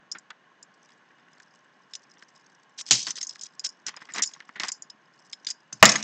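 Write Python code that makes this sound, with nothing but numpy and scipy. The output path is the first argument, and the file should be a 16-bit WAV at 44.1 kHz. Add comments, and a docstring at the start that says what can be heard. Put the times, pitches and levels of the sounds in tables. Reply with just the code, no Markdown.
"""Metal tags on a wooden table

Metal tags on ball chains are sorted on a table in a small room, close to a small microphone.
Tags clink (short bursts of contacts that ring) and tap the wood (a dull tock and a tick); chain beads
rattle (random collisions). Bunches land hard twice, the second time with a knock of the table top, and
once faintly in between. Noise suppression and clipping, as of an overloaded microphone, come last."""
import sys
import numpy as np
from scipy import signal
from scipy.fft import rfft, irfft, next_fast_len
from scipy.io import wavfile
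from scipy.ndimage import uniform_filter1d

SR = 44100
rng = np.random.default_rng(int(sys.argv[2]) if len(sys.argv) > 2 else 0)


def unload_audio(sound):
    """Save the sound as a 16-bit wav file, at the path given as the first command line argument."""
    columns = np.transpose(np.atleast_2d(sound))
    # keep every value between -1 and 1, then stretch to whole-number steps
    steps = np.round(np.clip(columns, -1, 1) * 32767)
    wavfile.write(sys.argv[1], SR, steps.astype(np.int16))


N = 265923  # length of the scene in samples
SIZE = 8192  # length of one short sound in samples
HZ, T = np.fft.rfftfreq(SIZE, 1 / SR), np.arange(SIZE) / SR

# Levels in the tables are starting levels: the functions trim and filter them further.
# Tag against tag. Each row: start in seconds, level in dB, level of the 1-4 kHz knock in dB
# relative to that, strongest ring in Hz.
CLINK_EVENTS = [(0.1146, -28, -19.5, 4900), (0.12, -26.5, -24, 5530), (0.184, -38.5, -20, 7500),
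                (0.627, -40, -19, 7450), (1.935, -35, -1.5, 5260), (1.951, -31.5, -6, 6100),
                (2.81, -29.5, -19.5, 5540), (2.9291, -16, -10, 6720), (3.028, -27, -28, 6100),
                (3.089, -42, -15, 5160), (3.105, -23.5, -12.5, 6060), (3.156, -33.5, -5, 6240),
                (3.211, -25.5, -11, 5300), (3.228, -24.5, -15.5, 6340), (3.2688, -29.5, -27, 6230),
                (3.292, -29, -18.5, 5200), (3.392, -42.5, -5.5, 5060), (3.411, -33, -15.5, 5200),
                (3.434, -29, -33.5, 6080), (3.594, -29.5, -17, 4960), (3.6453, -22.5, -16, 5340),
                (3.664, -28.5, -33, 5300), (3.69, -34.5, -25, 5240), (3.865, -24.5, -9, 5930),
                (3.964, -39, -14, 5100), (4.136, -30, -13.5, 6900), (4.221, -14.5, -17, 5600),
                (4.233, -18, -10, 7200), (4.259, -29.5, -29, 6860), (4.273, -29.5, -43, 5260),
                (4.336, -39, -3, 6530), (4.683, -24, -10.5, 5010), (4.7178, -22.5, -26, 7340),
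                (4.8216, -32, -49, 6840), (4.899, -38, -7.5, 5100), (5.326, -39, -20, 7140),
                (5.3301, -31.5, -1, 5200), (5.447, -40, -4, 5930), (5.467, -23.5, -5, 4820),
                (5.502, -23, -22, 4940), (5.727, -27.5, -16, 6190), (5.8534, -5.5, -4.5, 7340),
                (5.891, -11.5, -8, 5380), (5.917, -17, -11, 6370), (5.9571, -19, -7, 6540),
                (6.026, -27, -4, 5870)]
# Tag or finger on the wood. Each row: start in seconds, level in dB, treble in dB relative to that,
# time for the clatter to fall 60 dB in seconds, strongest ring in Hz.
TAP_EVENTS = [(0.149, -37, -28, 0.11, 1550), (0.304, -37, 0, 0.072, 1430), (1.4, -45, 0, 0.045, 1530),
              (2.2237, -41.5, -2.5, 0.028, 1650), (3.067, -33.5, 12.5, 0.19, 4610),
              (3.357, -43.5, 7, 0.032, 1570), (3.882, -36, 9, 0.12, 3120), (3.97, -39, -5, 0.038, 1057),
              (4.088, -40.5, -21, 0.12, 1930), (4.182, -30.5, 10, 0.049, 1950),
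              (4.19, -30.5, -1, 0.12, 2020), (4.362, -46, -8, .04, 1080), (4.403, -39.5, -0.5, 0.029, 1830),
              (4.4918, -36, -35, 0.021, 1900), (4.557, -36.5, -9, 0.24, 1760),
              (4.5979, -29.5, 10.5, 0.18, 2100), (4.633, -27, 6, 0.067, 1080),
              (5.955, -19.5, -2.5, 0.039, 1940), (6.018, -47, -4, 0.064, 1680)]
# A bunch lands. Each row: start in seconds, metal in dB, table top in dB, low thump in dB,
# time for the clatter to fall 60 dB in seconds.
DROP_EVENTS = [(2.909, -8, -26, -33.5, 0.07), (5.725, -48, -44, -46.5, 0.056),
               (5.8266, -8, 2.5, -25, 0.037)]
# A chain is pulled briskly. Each row: start in seconds, end in seconds, bead level in dB,
# scrape on the wood in dB.
CHAIN_PULLS = [(2.776, 2.821, -35, -48.5), (2.854, 2.922, -41.5, -51.5), (3.066, 3.123, -36, -52),
               (3.156, 3.193, -36, -44), (3.409, 3.471, -44, -73), (3.636, 3.672, -35, -46),
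               (3.863, 3.897, -38.5, -37), (4.139, 4.202, -38.5, -33), (4.602, 4.705, -43.5, -41.5),
               (5.472, 5.523, -39.5, -49.5)]
# The hand stirs the chains all the while. Each row: time in seconds, bead level in dB,
# scrape on the wood in dB.
CHAIN_STIRRING = [(0.4, -91.5, -90), (0.9, -64, -62), (1.1, -76, -61.5), (1.35, -66.5, -58),
                  (1.7, -72.5, -98), (2.2, -62, -59), (2.74, -73.5, -83), (3.021, -70.5, -61),
                  (3.251, -50.5, -64), (3.53, -67.5, -74), (3.819, -69, -65), (3.92, -70, -48.5),
                  (4.131, -56.5, -51.5), (4.5, -64.5, -55), (4.8, -86.5, -71.5), (5.3, -60.5, -83),
                  (5.68, -74.5, -81.5), (6.0, -49.5, -41)]
# Ringing tones of a tag. Each row: frequency in Hz, level in dB, time to fall 60 dB in seconds.
TAG_MODES = [(3670, -10, .03), (4550, 0, .04), (4960, 0, .05), (5150, 0, .07), (5400, 3, .045),
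             (5940, 4, .03), (6350, 0, .035), (6860, -1, .055), (6970, 0, .045), (7120, -1, .045),
             (7900, -6, .03)]
# Ringing tones of the table top. Each row: frequency in Hz, level in dB, time to fall 60 dB in seconds.
TABLE_MODES = [(126, -6, .23), (213, 5, .25), (353, -5, .25), (822, -3, .14), (1015, -4, .16),
               (1120, -4, .16), (1268, 0, .13), (1345, -2, .14), (1578, 1, .14), (1654, -3, .16),
               (1808, -3, .15), (1944, 1, .15), (2052, -1, .14), (2831, -4, .19)]
# Tone colour of a clink's bright click. Each row: frequency in Hz, gain in dB.
CLICK_COLOUR = [(3000, -29), (4300, -30.5), (4900, -5.5), (5300, -5), (6000, -6.5), (6900, -2),
                (7500, -6.5), (8500, 0), (11000, -32.5)]
# Tone colour of a clink's lower knock. Each row: frequency in Hz, gain in dB.
KNOCK_COLOUR = [(60, -36.5), (200, -12.5), (900, -23.5), (1700, -4), (2100, -2.5), (2500, -8), (3600, 4.5),
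                (4300, 3), (5200, -21), (8000, -43.5)]
# Tone colour of the wood, tapped or scraped. Each row: frequency in Hz, gain in dB.
WOOD_COLOUR = [(60, -38.5), (180, -4.5), (320, -5), (520, -11.5), (1100, -1), (1400, -2), (1900, 1.5),
               (2400, -6), (3500, -10), (8000, -41)]
# Tone colour of a metal edge on the table. Each row: frequency in Hz, gain in dB.
EDGE_COLOUR = [(1500, -14), (2900, 3), (4200, 4), (6000, -0.5), (8500, -1), (11000, -69)]
# Tone colour of the colliding beads. Each row: frequency in Hz, gain in dB.
BEAD_COLOUR = [(200, -18), (1500, -22), (2400, -5), (3800, -2.5), (5200, 3), (6100, 2), (7000, -4),
               (8500, 9.5), (11000, -35.5)]
# Tone colour of many tags landing at once. Each row: frequency in Hz, gain in dB.
CRASH_COLOUR = [(60, -29.5), (160, -17), (600, -19), (2000, -18.5), (2400, -3.5), (4500, 0), (5800, -0.5),
                (6700, 3.5), (8500, 1.5), (11000, -32.5)]
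# Tone colour of the blow on the table top. Each row: frequency in Hz, gain in dB.
BOARD_COLOUR = [(40, -40), (90, -32), (200, -14), (450, -3), (700, -0.5), (1300, 1.5), (2000, -2),
                (2900, -3.5), (3700, -25.5), (8000, -39)]
# Tone colour of the low thump of a drop. Each row: frequency in Hz, gain in dB.
THUMP_COLOUR = [(50, -59), (85, -26), (125, 1.5), (185, -4), (280, -3), (600, -25), (2000, -66.5)]
# Echoes of the room. Each row: frequency in Hz, time to fall 60 dB in seconds.
ROOM_DECAY = [(150, 0.58), (1000, 0.27), (4000, 0.37), (8000, 0.27)]
# Response of the microphone. Each row: frequency in Hz, gain in dB.
MIC_RESPONSE = [(30, -31), (80, -26), (120, 1.5), (7100, 1), (8000, -11.5), (8700, -25.5), (9400, -33),
                (10500, -82.5)]
# Tone colour of the background noise. Each row: frequency in Hz, gain in dB.
HUSH_COLOUR = [(40, -15), (90, -35.5), (135, -1.5), (200, 0.5), (500, -5), (1000, -2), (1300, -10),
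               (1700, -6.5), (2300, -10), (3500, -14.5), (4700, -21), (5900, -23), (8000, -32), (9000, -60)]
# Narrow colours of the background. Each row: frequency in Hz, width in Hz, boost in dB.
HUSH_BUMPS = [(1080, 45, 8), (1587, 390, 8), (2450, 70, 0.5), (2932, 100, 7), (5250, 66, 1.5),
              (6400, 260, 8)]

# Usual clink: time to fall 60 dB. Chatter after it: level for a usual clink, fall time, mean contact rate.
CLINK_T60_S = .03
CHATTER_DB, CHATTER_T60_S, CHATTER_PER_S = -27, .12, 450
THUMP_T60_S = .17
# How quickly a pull of the chain swells and stops.
PULL_RISE_S, PULL_FALL_S = 0.011, 0.0033
# The chain trails after a drop: beads against the metal, scrape against the table top, speed of fading.
TRAIL_DB, TRAIL_WOOD_DB, TRAIL_FALL_DB_PER_S = -13.5, -28, 133.5
# Resonance of the spot where a bead lands or scrapes.
BEAD_FOCUS_DB, SCRAPE_FOCUS_DB = 13, 8
HUSH_DB = -54.5  # before noise suppression
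FULL_SCALE, LOW_CUT_HZ, TOP_CUT_HZ = 1, 77, 15800


def clinks(click_db=-2.0, modes_db=-15.0, knock_db=-4.0, focus_db=13.5, focus_width_hz=280, rise_s=0.00048):
    """Each clink favours the modes near one frequency, set by where the tag is struck; then the tags chatter."""
    out, tag = np.zeros(N), ringing(TAG_MODES)
    for start, db, knock, hz in CLINK_EVENTS:
        contacts = clatter(CLINK_T60_S * lasting(db), rise_s)
        click = peaked(colour(contacts, read(CLICK_COLOUR) + focus_db * bump(hz, focus_width_hz)))
        # No two tags are quite the same size: each rings up to 1 % higher.
        this_tag = np.interp(T * rng.uniform(1.0, 1.01), T, tag)
        ring = peaked(signal.fftconvolve(click, this_tag)[:SIZE])
        metal = peaked(click + amp(modes_db) * ring)
        # The harder the clink, the stronger and longer the chatter.
        touches = clatter(CHATTER_T60_S * lasting(db), per_s=CHATTER_PER_S)
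        chatter_level = amp(CHATTER_DB) * lasting(db) ** 4
        chatter = chatter_level * peaked(signal.fftconvolve(touches, this_tag)[:SIZE])
        body = amp(knock + knock_db) * peaked(colour(contacts, read(KNOCK_COLOUR)))
        add(out, start, amp(db) * (amp(click_db) * metal + chatter + body))
    return out


def lasting(db, usual_db=-30, doubling_db=50):
    """Harder clinks rebound for longer: a factor on the usual clatter time."""
    return 2 ** ((db - usual_db) / doubling_db)


def taps(wood_db=-3.0, edge_db=-6.5, focus_db=7.5, focus_width_hz=280, rise_s=0.00051, edge_share=0.23):
    """Light blows on the table: a dull tock, pitched by the spot that is hit, and the tick of a metal edge."""
    out = np.zeros(N)
    for start, db, treble, t60, hz in TAP_EVENTS:
        focus = focus_db * bump(hz, focus_width_hz)
        tock = peaked(colour(clatter(t60, rise_s), read(WOOD_COLOUR) + focus))
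        # The tick dies sooner than the tock.
        tick = peaked(colour(clatter(edge_share * t60, rise_s), read(EDGE_COLOUR) + focus))
        add(out, start, amp(db) * (amp(wood_db) * tock + amp(edge_db + treble) * tick))
    return out


def drops(modes_db=-14.5):
    """Many tags land at once, thump the table and set its top ringing."""
    out = np.zeros(N)
    for start, metal_db, table_db, thump_db, t60 in DROP_EVENTS:
        crash = peaked(colour(clatter(t60, rise_s=0.000067, per_s=3600), read(CRASH_COLOUR)))
        blow = peaked(colour(clatter(t60, rise_s=0.00022, per_s=4000), read(BOARD_COLOUR)))
        thump = peaked(colour(clatter(THUMP_T60_S), read(THUMP_COLOUR)))
        table_top = blow + amp(modes_db) * peaked(ringing(TABLE_MODES))
        add(out, start, amp(metal_db) * crash + amp(table_db) * table_top + amp(thump_db) * thump)
    return out


def chains(beads_db=0.0, scrape_db=-4.0, modes_db=-14, beads_per_s=1000, slow_beads_per_s=450,
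           slips_per_s=700, spread_db=3.5, brisk_db=-36, slow_jerk_db=5.5, brisk_jerk_db=0.0):
    """Beads collide along a sliding chain and bump over the wood; slow slides give fewer, faint ticks in clumps."""
    bead_level, wood_level = chain_motion()
    speed = np.minimum(bead_level / amp(brisk_db), 1)  # 0 is still, 1 is brisk
    uneven = (1 - speed) * jerks(slow_jerk_db) + speed * jerks(brisk_jerk_db)
    beads = bead_level * uneven * grains(slow_beads_per_s + beads_per_s * speed, spread_db)
    slips = wood_level * uneven * grains(slips_per_s, spread_db)
    rattle = scatter(beads, BEAD_COLOUR, lo_hz=3287, hi_hz=7594, focus_db=BEAD_FOCUS_DB, width_hz=250)
    # The rattle makes the tags ring along.
    tag_ring = evened(signal.oaconvolve(rattle, ringing(TAG_MODES))[:N])
    jingle = amp(modes_db) * rattle.std() * tag_ring
    scraping = scatter(slips, WOOD_COLOUR, lo_hz=700, hi_hz=3800, focus_db=SCRAPE_FOCUS_DB, width_hz=277)
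    return amp(beads_db) * (rattle + jingle) + amp(scrape_db) * scraping


def chain_motion():
    """Strength of bead rattle and of scraping over time: stirred, pulled, or trailing after a drop."""
    t = np.arange(N) / SR
    times, bead_db, wood_db = np.transpose(CHAIN_STIRRING)
    beads = amp(np.interp(t, times, bead_db))
    wood = amp(np.interp(t, times, wood_db))
    for start, end, db, scrape_db in CHAIN_PULLS:
        pull = np.clip(np.minimum((t - start) / PULL_RISE_S, (end - t) / PULL_FALL_S), 0, 1)
        beads = np.maximum(beads, amp(db) * pull)
        wood = np.maximum(wood, amp(scrape_db) * pull)
    for start, metal_db, table_db, *_ in DROP_EVENTS:
        settling = np.minimum(T / PULL_RISE_S, 1) * amp(-TRAIL_FALL_DB_PER_S * T)
        add(beads, start, amp(metal_db + TRAIL_DB) * settling)
        add(wood, start, amp(table_db + TRAIL_WOOD_DB) * settling)
    return beads, wood


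def jerks(depth_db, size=400):
    """A dragged chain catches and slips: an uneven gain of mean power 1 that changes every few milliseconds."""
    smooth = uniform_filter1d(rng.standard_normal(N), size=size)
    catch = evened(uniform_filter1d(smooth, size=size // 4))
    return evened(amp(depth_db * np.minimum(catch, 2)))


def grains(per_s, spread_db):
    """Random collisions of uneven strength, of mean power about 1 at any rate."""
    strength = evened(amp(spread_db * np.minimum(rng.exponential(1, N), 3)))
    chance = per_s / SR
    hits = rng.choice([-1, 1], N) * (rng.random(N) < chance)
    return strength * hits / np.sqrt(chance)


def scatter(hits, spectrum, lo_hz, hi_hz, focus_db, width_hz, count=8):
    """Each collision lands on one of several spots, each with its own resonance."""
    spot, out = rng.integers(0, count, N), np.zeros(N)
    for k in range(count):
        hz = lo_hz + (hi_hz - lo_hz) * k / (count - 1)
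        spot_db = read(spectrum) + focus_db * bump(hz, width_hz)
        out = out + colour(hits * (spot == k), spot_db, size=256)
    return hits.std() * evened(out)


def clatter(t60, rise_s=.001, per_s=3500):
    """Contact builds up, then dies in a spray of rebounds and close reflections."""
    hits = rng.choice([-1, 1], SIZE) * (rng.random(SIZE) < per_s / SR)
    strength = hits * rng.uniform(.3, 1, SIZE)
    return strength * (1 - np.exp(-T / rise_s)) * amp(-60 * T / max(t60, .005))


def ringing(modes):
    """The sound of a table of damped modes after one blow."""
    return sum(amp(db - 60 * T / t60) * np.sin(2 * np.pi * (hz * T + rng.random()))
               for hz, db, t60 in modes)


def room(x):
    """Sparse reflections, each band dying at its own speed."""
    delay = np.arange(SR // 2) / SR
    # The first echo comes after 6 ms.
    echoes = rng.choice([-1., 1.], len(delay)) * (rng.random(len(delay)) < 4000 / SR) * (delay > .006)
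    hz, t, bands = signal.stft(echoes, SR, nperseg=256)
    fading = amp(-60 * t / read(ROOM_DECAY, hz)[:, None])
    tail = signal.istft(bands * fading, SR, nperseg=256)[1]
    return signal.fftconvolve(x, tail / np.linalg.norm(tail))[:N]


def hush():
    """Steady background noise with a few narrow colours."""
    peaks = sum(db * bump(hz, width) for hz, width, db in HUSH_BUMPS)
    noise_db = read(HUSH_COLOUR) + peaks - 40 * (HZ > 9000)
    return amp(HUSH_DB) * evened(colour(rng.standard_normal(N), noise_db))


def amp(db):
    """Decibels to gain."""
    return 10 ** (np.asarray(db) / 20)


def read(points, hz=HZ):
    """Reads a table between its points, on a log-frequency axis."""
    f, value = np.transpose(points)
    return np.interp(np.log(hz + 1), np.log(f), value)


def bump(centre, width, hz=HZ):
    """A resonance as a bell of height 1."""
    return np.exp(-((hz - centre) / width) ** 2)


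def colour(x, db, size=1024):
    """Filter that never sounds ahead of its input, with the given gain on the HZ grid."""
    log_gain = np.log(amp(np.maximum(db, -100)))
    circle = np.concatenate([log_gain, log_gain[-2:0:-1]])
    # The Hilbert transform of the log gain gives the matching minimum phase.
    response = irfft(np.exp(np.conj(signal.hilbert(circle)))[:len(HZ)])
    return signal.oaconvolve(x, response[:size])[:len(x)]


def evened(x):
    """Scales to rms 1."""
    return x / np.sqrt(np.mean(x ** 2) + 1e-20)


def peaked(x):
    """Scales the loudest 4 ms to rms 1."""
    return x / np.sqrt(uniform_filter1d(x ** 2, size=176).max() + 1e-20)


def add(mix, s, sound):
    """Mixes a sound in at time s in seconds."""
    part = mix[round(s * SR):][:len(sound)]
    part += sound[:len(part)]


def scene(small_room_db=-28.5, drop_room_db=-11.0):
    """Small sounds stay almost dry; the drops wake the room."""
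    small, big = clinks() + taps() + chains(), drops()
    echoes = room(amp(small_room_db) * small + amp(drop_room_db) * big)
    return (colour(small + big + echoes, read(MIC_RESPONSE)) + hush())[None]


def suppress(x, depth_db=7.0, shut_db=4.5, knee_db=8.5, count=18):
    """Noise suppressor: turns down each band unless it stands clear of its quietest level, cutting tails short."""
    size = next_fast_len(N + SIZE)
    # Overlapping bands lie 500 Hz apart; the last one takes everything above.
    place = np.minimum(np.fft.rfftfreq(size, 1 / SR) / 500, count - 1)
    spectrum, out = rfft(x, size), np.zeros(N)
    for k in range(count):
        band = irfft(spectrum * np.maximum(1 - abs(place - k), 0), size)[:N]
        power = abs(uniform_filter1d(band ** 2, size=256)) + 1e-14
        quietest = uniform_filter1d(power, size=8192).min()
        clear_db = 10 * np.log10(power / quietest)
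        opening = np.clip((clear_db - shut_db) / knee_db, 0, 1)
        out = out + band * amp(depth_db * (opening - 1))
    return out


def record(dry):
    """Noise suppression, clipping at full scale, a low cut, then the band limit."""
    clipped = np.clip(suppress(dry[0]), -FULL_SCALE, FULL_SCALE)
    low_cut = signal.butter(2, LOW_CUT_HZ, "highpass", fs=SR, output="sos")
    cut = signal.sosfiltfilt(low_cut, clipped)
    band_limit = signal.firwin(511, TOP_CUT_HZ, window=("kaiser", 9), fs=SR)
    return signal.oaconvolve(cut, band_limit, "same")[None]


dry = scene()
out = record(dry)
unload_audio(out)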